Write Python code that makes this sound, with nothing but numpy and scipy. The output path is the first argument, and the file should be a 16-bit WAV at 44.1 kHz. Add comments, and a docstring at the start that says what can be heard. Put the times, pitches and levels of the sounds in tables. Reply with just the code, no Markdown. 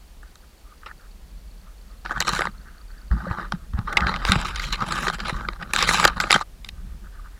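"""Small camera through tall dry grass

Stalks and seed heads rub, tick and scrape on the plastic housing of a camera carried low, ringing its
short modes, and heavy stems thump the body. Air moving past the port rumbles and flutters.
Underneath, the electronics hiss, whine and blip faintly."""
import sys
import numpy as np
from scipy.fft import rfft, irfft, next_fast_len
from scipy.io import wavfile
from scipy.ndimage import map_coordinates

SR = 44100
rng = np.random.default_rng(int(sys.argv[2]) if len(sys.argv) > 2 else 0)


def int16_out(signal):
    """Quantize to a 16-bit WAV file."""
    q = np.round(np.clip(np.atleast_2d(signal).T, -1, 1) * 32767)
    wavfile.write(sys.argv[1], SR, q.astype(np.int16))


N = 325899

# resonances of the plastic housing: pitch_hz, width_hz, level_db
HOUSING_MODES = [(333, 40, -15.5), (549, 153, -15), (833, 134, -8.5), (1223, 112, 1.5), (1539, 179, 0.5),
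                 (1872, 263, -7.5), (2005, 410, -7), (2340, 1460, -10.5), (3167, 170, -8),
                 (3682, 238, -9.5), (4107, 237, -6.5), (4770, 214, -9.5), (5530, 370, -14),
                 (6520, 2540, -14.5), (7760, 700, -9.5), (7990, 570, -18.5), (9880, 560, -16),
                 (11200, 3300, -32.5), (14600, 1100, -33.5)]
# heavy stems jolting the body: start_s, peak_db, pitch_hz, t60_s, direction
STEM_HITS = [(2.33, -23, 163, 0.023, 1), (3.11, -11, 54.57, 0.2, -1), (3.268, -25, 518, 0.037, 1),
             (3.31, -16, 94.1, 0.028, -1), (3.536, -21, 168, 0.075, 1), (3.737, -18, 67, 0.088, 1),
             (3.788, -16.5, 105.2, 0.052, 1), (4.011, -20, 61.3, 0.34, -1), (4.064, -24, 136, 0.04, -1),
             (4.295, -10, 63, 0.039, 1), (4.315, -18, 182.3, 0.18, -1), (4.361, -9.5, 129, 0.029, -1),
             (4.386, -26, 50.6, 0.062, 1), (4.819, -34, 49, 0.13, 1), (5.079, -21, 382, 0.035, 1),
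             (5.326, -18, 137, 0.023, -1), (5.349, -23.5, 46.38, 0.11, 1), (6.353, -17.5, 207, 0.013, 1)]
SPLIT_HZ = 2000  # soft contacts ring the modes below, hard ones those above


def amp(db):
    return 10 ** (np.asarray(db) / 20)


def unit_rms(x):
    return x / np.sqrt(np.mean(x ** 2, axis=-1, keepdims=True) + 1e-20)


def fader(points):
    """Gain per sample through (time_s, level_db) points; silent outside them."""
    time_s, level_db = np.transpose(points)
    return amp(np.interp(np.arange(N) / SR, time_s, level_db, -120, -120))


def wobble(rate):
    """A smooth random curve, rate knots a second."""
    return map_coordinates(rng.standard_normal(int(N * rate / SR) + 4), [np.arange(N) * rate / SR])


def filtered(x, response):
    """Passes x through a complex frequency response."""
    n = x.shape[-1]
    padded = next_fast_len(n + 4096)
    return irfft(rfft(x, padded) * response(np.fft.rfftfreq(padded, 1 / SR)), padded)[..., :n]


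def noise(spectrum):
    """Noise of rms 1 coloured by (frequency_hz, level_db) points."""
    hz, db = np.transpose(spectrum)
    colour = lambda f: amp(np.interp(np.log(f + 1), np.log(hz + 1), db, -120, -120))
    return unit_rms(filtered(rng.standard_normal(N), colour))


def lay_out(start_s, sounds):
    """A track with each sound laid at its start time."""
    track = np.zeros(N)
    for start, sound in zip(start_s, sounds):
        at = round(start * SR)
        track[at:][:len(sound)] += sound[:N - at]
    return track


def air():
    """Slow eddies rumble at the port; air, drags and thumps shake up a body flutter near 180 Hz."""
    # strength of the rumble: time_s, level_db
    gusts = [(0.0, -43.5), (0.64, -46.5), (1.48, -40.5), (1.77, -45.5), (2.3, -36.5), (2.8, -42.5),
             (4.49, -30.5), (5.06, -37), (5.43, -32), (5.68, -39), (6.05, -32), (6.57, -41.5),
             (6.85, -33.5), (7.39, -43.5)]
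    # colour of the eddies: frequency_hz, density_db
    rumble_spectrum = [(12, -31.5), (22, -7.5), (41, -0.5), (58, -7), (85, -20), (130, -33), (200, -53)]
    # colour of the shaking body: frequency_hz, density_db
    flutter_spectrum = [(70, -30), (100, -4), (150, -0.5), (183, 3), (220, -2.5), (290, -17.5),
                        (345, -13.5), (430, -29.5), (600, -63)]
    air_send_db, drag_send_db, thump_send_db = -16, -11, -19.5  # into the flutter
    linger = 2.64  # flutter decay time over the thump's
    t = np.arange(N) / SR
    airflow = fader(gusts)
    jolts = sum((t > start) * amp(db + thump_send_db - 60 * np.abs(t - start) / (linger * t60))
                for start, db, _, t60, _ in STEM_HITS)
    shake = amp(air_send_db) * airflow + amp(drag_send_db) * drag_gains()[0] + jolts
    rumble = unit_rms(amp(0.67 * wobble(11)) * noise(rumble_spectrum))
    flutter = unit_rms(amp(2.7 * wobble(30)) * noise(flutter_spectrum))
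    return airflow * rumble + shake * flutter


def electronics():
    """Preamp hiss, a faint comb of tones, and a blip on two of every three frames."""
    # colour of the preamp noise: frequency_hz, density_db
    hiss_spectrum = [(120, -35), (200, -4.5), (485, -6), (943, -9.5), (1200, -10.5), (1440, -12.5),
                     (3430, -15), (4530, -15), (4970, -16.5), (15300, -22.5), (16500, -36)]
    # tones of the whine: pitch_hz, rms_db
    whine_tones = [(9830, -91), (9906, -92), (9982, -86), (10020, -84), (10058, -91)]
    # fader on the blips: time_s, level_db
    blip_levels = [(0, -56), (1, -54), (3.3, -48), (3.8, -66.5), (7.39, -85)]
    hiss_db, frames_per_s = -57, 30 / 1.001
    t = np.arange(N) / SR
    whine = sum(amp(db) * np.sqrt(2) * np.sin(2 * np.pi * (hz * t + rng.random()))
                for hz, db in whine_tones)
    frame = np.arange(int(N / SR * frames_per_s))
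    dip_db = -8 * np.isin(frame % 15, [5, 6])  # the blips duck once each half second
    strength = (frame % 3 != 1) * amp(dip_db + rng.normal(0, 1.5, len(frame)))
    blip_hz = 4460 + rng.normal(0, 60, (len(frame), 1))
    age = t[:500]
    blip = np.sin(2 * np.pi * blip_hz * age) * np.exp(-((age - .004) / 0.0021) ** 2)
    blips = lay_out(frame / frames_per_s + 0.0091, strength[:, None] * blip)
    return amp(hiss_db) * noise(hiss_spectrum) + whine + fader(blip_levels) * blips


def housing(group):
    """Responses, a row each, and count of one group of housing modes (0 low, 1 high, 2 top)."""
    hz, width, db = np.transpose(HOUSING_MODES)[..., None]
    inside = np.digitize(hz[:, 0], [SPLIT_HZ, 3 * SPLIT_HZ]) == group
    gain = amp(db) * (-1) ** np.arange(len(hz))[:, None]
    soft_hz = [2600, 5500, 30000][group]  # soft stalks roll off above the group

    def response(f):
        resonances = gain * 1j * f * width / (hz ** 2 - f * f + 1j * f * width)
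        return resonances[inside] / (1 + 1j * f / soft_hz) ** 3
    return response, inside.sum()


def strokes(start_s, length_s, peak_at, layers_db):
    """Summed gain of strokes that swell, sag and lift off; a row for each layer."""
    fade_s, release_s = 0.0055, .018
    shape_db = [-40, -10, 0, -12, -40]  # fade-in, start, peak, end, lifted off
    t = np.arange(N) / SR
    total = np.zeros((len(layers_db), N))
    for start, length, peak, db in zip(start_s, length_s, peak_at, np.transpose(layers_db)):
        end = start + length
        knots = [start - fade_s, start, start + length * np.clip(peak, .02, .98), end, end + release_s]
        part = slice(max(round(knots[0] * SR), 0), round(knots[-1] * SR))
        total[:, part] += amp(db[:, None] + np.interp(t[part], knots, shape_db))
    return total


def drag_gains():
    """How hard the dragging stalks drive the low, high and top modes."""
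    # stalks sliding along the housing: start_s, length_s, low_db, high_db, top_db, peak_at (0-1)
    drags = [(2.049, 0.049, -36, -44, -69, 0.07), (2.096, 0.033, -26.5, -43, -52, 0.6),
             (2.139, 0.064, -26.5, -43, -54, 0.63), (2.203, 0.034, -29, -31.5, -49, 0.3),
             (2.248, 0.077, -24, -31, -43, 0.58), (2.325, 0.069, -28, -31, -35.5, 0.55),
             (2.383, 0.1095, -29, -38.5, -47, 0.24), (3.107, 0.38, -31.5, -49.5, -65, 0.79),
             (3.514, 0.043, -35.5, -46, -70, .4), (3.732, 0.099, -38, -60, -76, 0.5),
             (3.848, 1.72, -43, -53.5, -83, 0.45), (3.876, 0.24, -25.5, -45.5, -60, 0.66),
             (4.064, 0.18, -28, -37, -52.5, 0), (4.25, 0.18, -25, -28, -41, 0.39),
             (4.402, 0.98, -52, -53.5, -63, 0.6), (4.446, 0.076, -32, -31, -41, 0.24),
             (4.548, .17, -45, -37.5, -47.5, 0.66), (4.723, 0.031, -32, -30.5, -37, 0.19),
             (4.809, 0.037, -21, -32.5, -47, 0.47), (4.862, 0.25, -26, -34, -39.5, 0.67),
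             (5.128, 0.028, -35, -35, -38.5, .3), (5.183, 0.056, -30.5, -38.5, -51, 0.41),
             (5.245, 0.063, -34.5, -35.5, -51, 0.52), (5.324, 0.24, -38, -51, -59, 0.02),
             (5.591, 0.074, -33.5, -49, -72, 0.35), (5.674, 0.07, -40, -50, -70, 0.46),
             (5.737, 0.18, -23, -23, -33, 0.37), (5.875, 0.2, -20.5, -23.5, -30, 0.32),
             (6.028, 0.037, -16, -23, -32, 0.8), (6.073, 0.062, -26, -36, -57, 0.12),
             (6.1, 0.25, -41, -53, -69, 0.7), (6.162, 0.022, -23.5, -40, -53, 0.38),
             (6.2, 0.12, -29, -37.5, -44, 0), (6.303, 0.068, -18.5, -21.5, -35, 0.87),
             (6.371, 0.053, -30, -37.5, -48, 0.9), (6.642, 0.047, -51.5, -49, -61, 0.53)]
    start_s, length_s, *layers_db, peak_at = np.transpose(drags)
    return strokes(start_s, length_s, peak_at, layers_db)


def rubs_and_scrapes():
    """Stalks stick and slip on the housing: clumps of tiny uneven slips over a rubbing noise."""
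    # light, muffled touches on the low modes: start_s, length_s, level_db, peak_at (0-1)
    light_rubs = [(0.225, 0.12, -57, 0.12), (.42, 0.037, -55.5, 0.57), (.65, 0.096, -55, 0.84),
                  (0.814, .11, -42, 0.9), (0.997, 0.07, -47, 0.68), (1.6, 0.15, -59, .6),
                  (1.872, 0.13, -60, 0.46), (2.5, 0.34, -50.5, 0.64), (2.88, 0.193, -52, 0.08),
                  (3.56, .13, -54, 0.83), (6.724, 0.37, -57.5, 0.03), (7.04, 0.38, -51.5, 0.35)]
    slips_per_s, rub_flicker_db = 2000, 2.2
    clumps = amp(1.05 * wobble(28) + 1.86 * wobble(70) + 1.6 * wobble(200))
    slipping = rng.random(N) < slips_per_s / SR
    slip_db = np.minimum(5 * rng.exponential(size=N), 14)
    slips = slipping * amp(slip_db) * rng.standard_normal(N)
    force = clumps * (unit_rms(slips) + 0.86 * rng.standard_normal(N))
    rings = []
    for group in range(3):
        response, count = housing(group)
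        # the contact point moves, so each mode swells by itself, slowly and grain by grain
        wander = amp([2.4 * wobble(14) + 2.6 * wobble(55) for _ in range(count)])
        rings.append(unit_rms(np.sum(wander * filtered(force, response), axis=0)))
    scrapes = np.sum(drag_gains() * rings, axis=0)
    # low cut: a rub is too weak to move the heavy panels
    light_ring = filtered(rings[0], lambda hz: 1 / (1 + (1050 / (hz + 1)) ** 6))
    rub = unit_rms(amp(rub_flicker_db * wobble(30)) * light_ring)
    start_s, length_s, level_db, peak_at = np.transpose(light_rubs)
    return scrapes + strokes(start_s, length_s, peak_at, [level_db])[0] * rub


def crackle():
    """Small ticks fall by chance while a stalk drags; gives rows of start_s, low_db, high_db, top_db."""
    # crackle peak above the drag, for the low, high and top modes: boost_db
    over_drag_db = [
        [4.5],
        [7],
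        [7],
    ]
    per_s, spread_db = 60, 3
    at = rng.random(round(per_s * N / SR)) * N
    drag_db = 20 * np.log10(drag_gains()[:, at.astype(int)] + 1e-6)
    peak_db = drag_db + over_drag_db + spread_db * rng.standard_normal((len(at), 3)).T
    return np.vstack([at / SR, peak_db])[:, drag_db[0] > -60]


def ticks():
    """Each contact is a few ms of rough force; where it lands decides which modes answer."""
    # clear stalk strikes, with a peak for each group of modes: start_s, low_db, high_db, top_db
    strikes = [(0.2298, -36.5, -61, -54), (0.356, -40, -38.5, -37.5), (0.8605, -27.5, -31, -56),
               (2.06, -19, -29, -43), (2.0946, -24, -43, -48), (2.1083, -14, -33, -41),
               (2.2037, -11.5, -10.5, -9.5), (2.214, -16, -15, -22), (2.2238, -19, -10.5, -23),
               (2.2795, -14.5, -12.5, -19), (2.2912, -17, -15, -17), (2.333, -13.5, -17.5, -29),
               (2.3905, -10.5, -17, -28), (2.4081, -10, -31, -25), (2.4186, -8.5, -12, -40),
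               (2.4538, -13, -20.5, -35), (2.4702, -11.5, -23, -49), (3.1128, -20.5, -38, -58),
               (3.3113, -16.5, -43, -55), (3.3847, -16.5, -45, -60), (3.3952, -18, -47, -58),
               (3.5211, -12.5, -19, -31), (3.7344, -31, -37, -73), (3.7891, -20.5, -30.5, -49),
               (3.9277, -23, -20, -30.5), (3.97, -14, -2, -36), (4.006, -27, -14.5, -35),
               (4.0688, -18, -14, -36), (4.1407, -20, -13, -51), (4.162, -24, -17, -47),
               (4.2512, -15, -7.5, -36), (4.3194, -7.5, -1.5, -11), (4.3548, -10, -12, -44),
               (4.4143, -28, -28, -24), (4.5583, -26, -19.5, -26), (4.596, -20.5, -18, -32),
               (4.64, -35, -18.5, -54), (4.8066, -35, -27, -32), (4.9221, -14, -16, -21),
               (5.069, -12, -22, -31), (5.081, -11, -13, -26), (5.0993, -10.5, -21, -30),
               (5.2023, -24, -19, -33), (5.282, -20.5, -36, -27), (5.2938, -17, -18, -29),
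               (5.4081, -20.5, -32, -54), (5.486, -12, -14, -37), (5.5328, -30, -29, -48),
               (5.6248, -22, -26.5, -42), (5.7353, -12, -8, -11), (5.7622, -11, -7.5, -12),
               (5.788, -15, -11, -21), (5.825, -14, -9, -15), (5.8899, -4.5, -2.5, -20),
               (5.9103, -9, -18, -26), (5.9981, -7, -12, -17.5), (6.0421, -5, -7, -17),
               (6.0508, 1.5, 0.5, -5.5), (6.0759, -14.5, -8.5, -19), (6.201, -9.5, -9, -20.5),
               (6.2101, -22, -17, -19.5), (6.238, -15, -16, -54), (6.3074, -19, 0, -16.5),
               (6.3169, -29, -5.5, -6.5), (6.3261, -9, -0.5, -13), (6.3413, -6, -13, -17),
               (6.3596, -2.5, -15, -37), (6.41, -14.5, -32, -35), (6.646, -40, -25.5, -35),
               (6.6881, -37.5, -22.5, -31)]
    usual_ms, scatter = 1.97, 0.69
    start_s, low_db, high_db, top_db = np.hstack([np.transpose(strikes), crackle()])
    contact_ms = usual_ms * np.exp(scatter * rng.standard_normal(len(start_s)))
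    contact_ms[len(strikes):] *= 0.65  # crackle is shorter than a clear tick
    t = np.arange(1700) / SR
    rough = rng.standard_normal((len(start_s), len(t)))
    rough[:, :3] *= 3  # the first touch is a snap
    mode_gains = amp(rng.normal(0, 3.5, (len(start_s), len(HOUSING_MODES))))
    # a dull contact, weak in the top modes, also tilts down the modes above the split
    octaves = np.log2(np.transpose(HOUSING_MODES)[0] / SPLIT_HZ).clip(0, None)
    mode_gains *= amp(0.48 * (top_db - high_db + 12.5)[:, None] * octaves)
    sounds = 0
    for group, (db, share) in enumerate([(low_db, .8), (high_db, .75), (top_db, .6)]):
        decay_s = share * np.clip(contact_ms, .5, 30)[:, None] / 1000  # treble ends sooner
        force = rough * np.exp(-t / decay_s) * (1 - 0.6 * np.exp(-t / (0.12 * decay_s)))
        response, count = housing(group)
        ring = filtered(force, lambda f: mode_gains[:, :count] @ response(f))
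        mode_gains = mode_gains[:, count:]
        sounds = sounds + amp(db)[:, None] * ring / np.abs(ring).max(axis=1, keepdims=True)
    return lay_out(start_s, sounds)


def thumps():
    """A heavy stem rocks the body in the hand: a few damped cycles that sink in pitch."""
    start_s, peak_db, pitch_hz, t60_s, direction = np.transpose(STEM_HITS)[..., None]
    t = np.arange(12000) / SR
    cycles = pitch_hz * (t + 0.001281 * (1 - np.exp(-t / 0.016)))  # starts 8% sharp
    attack = 1 - np.exp(-t * pitch_hz / 0.34)
    decay = amp(-60 * t / np.clip(t60_s, .02, .4))
    rocking = direction * np.sin(2 * np.pi * cycles) * attack * decay
    return lay_out(start_s[:, 0], amp(peak_db) * rocking / np.abs(rocking).max(axis=1, keepdims=True))


def scene():
    """Grass on the housing over a bed of air and electronics, in mono."""
    return (ticks() + rubs_and_scrapes() + thumps() + air() + electronics())[None]


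def record(dry):
    """Loud knocks flatten near full scale; nothing is kept above the band limit."""
    ceiling, band_limit_hz = .95, 16400
    clipped = dry / (1 + np.abs(dry / ceiling) ** 8) ** (1 / 8)
    return filtered(clipped, lambda hz: hz < band_limit_hz)


dry = scene()
out = record(dry)
int16_out(out)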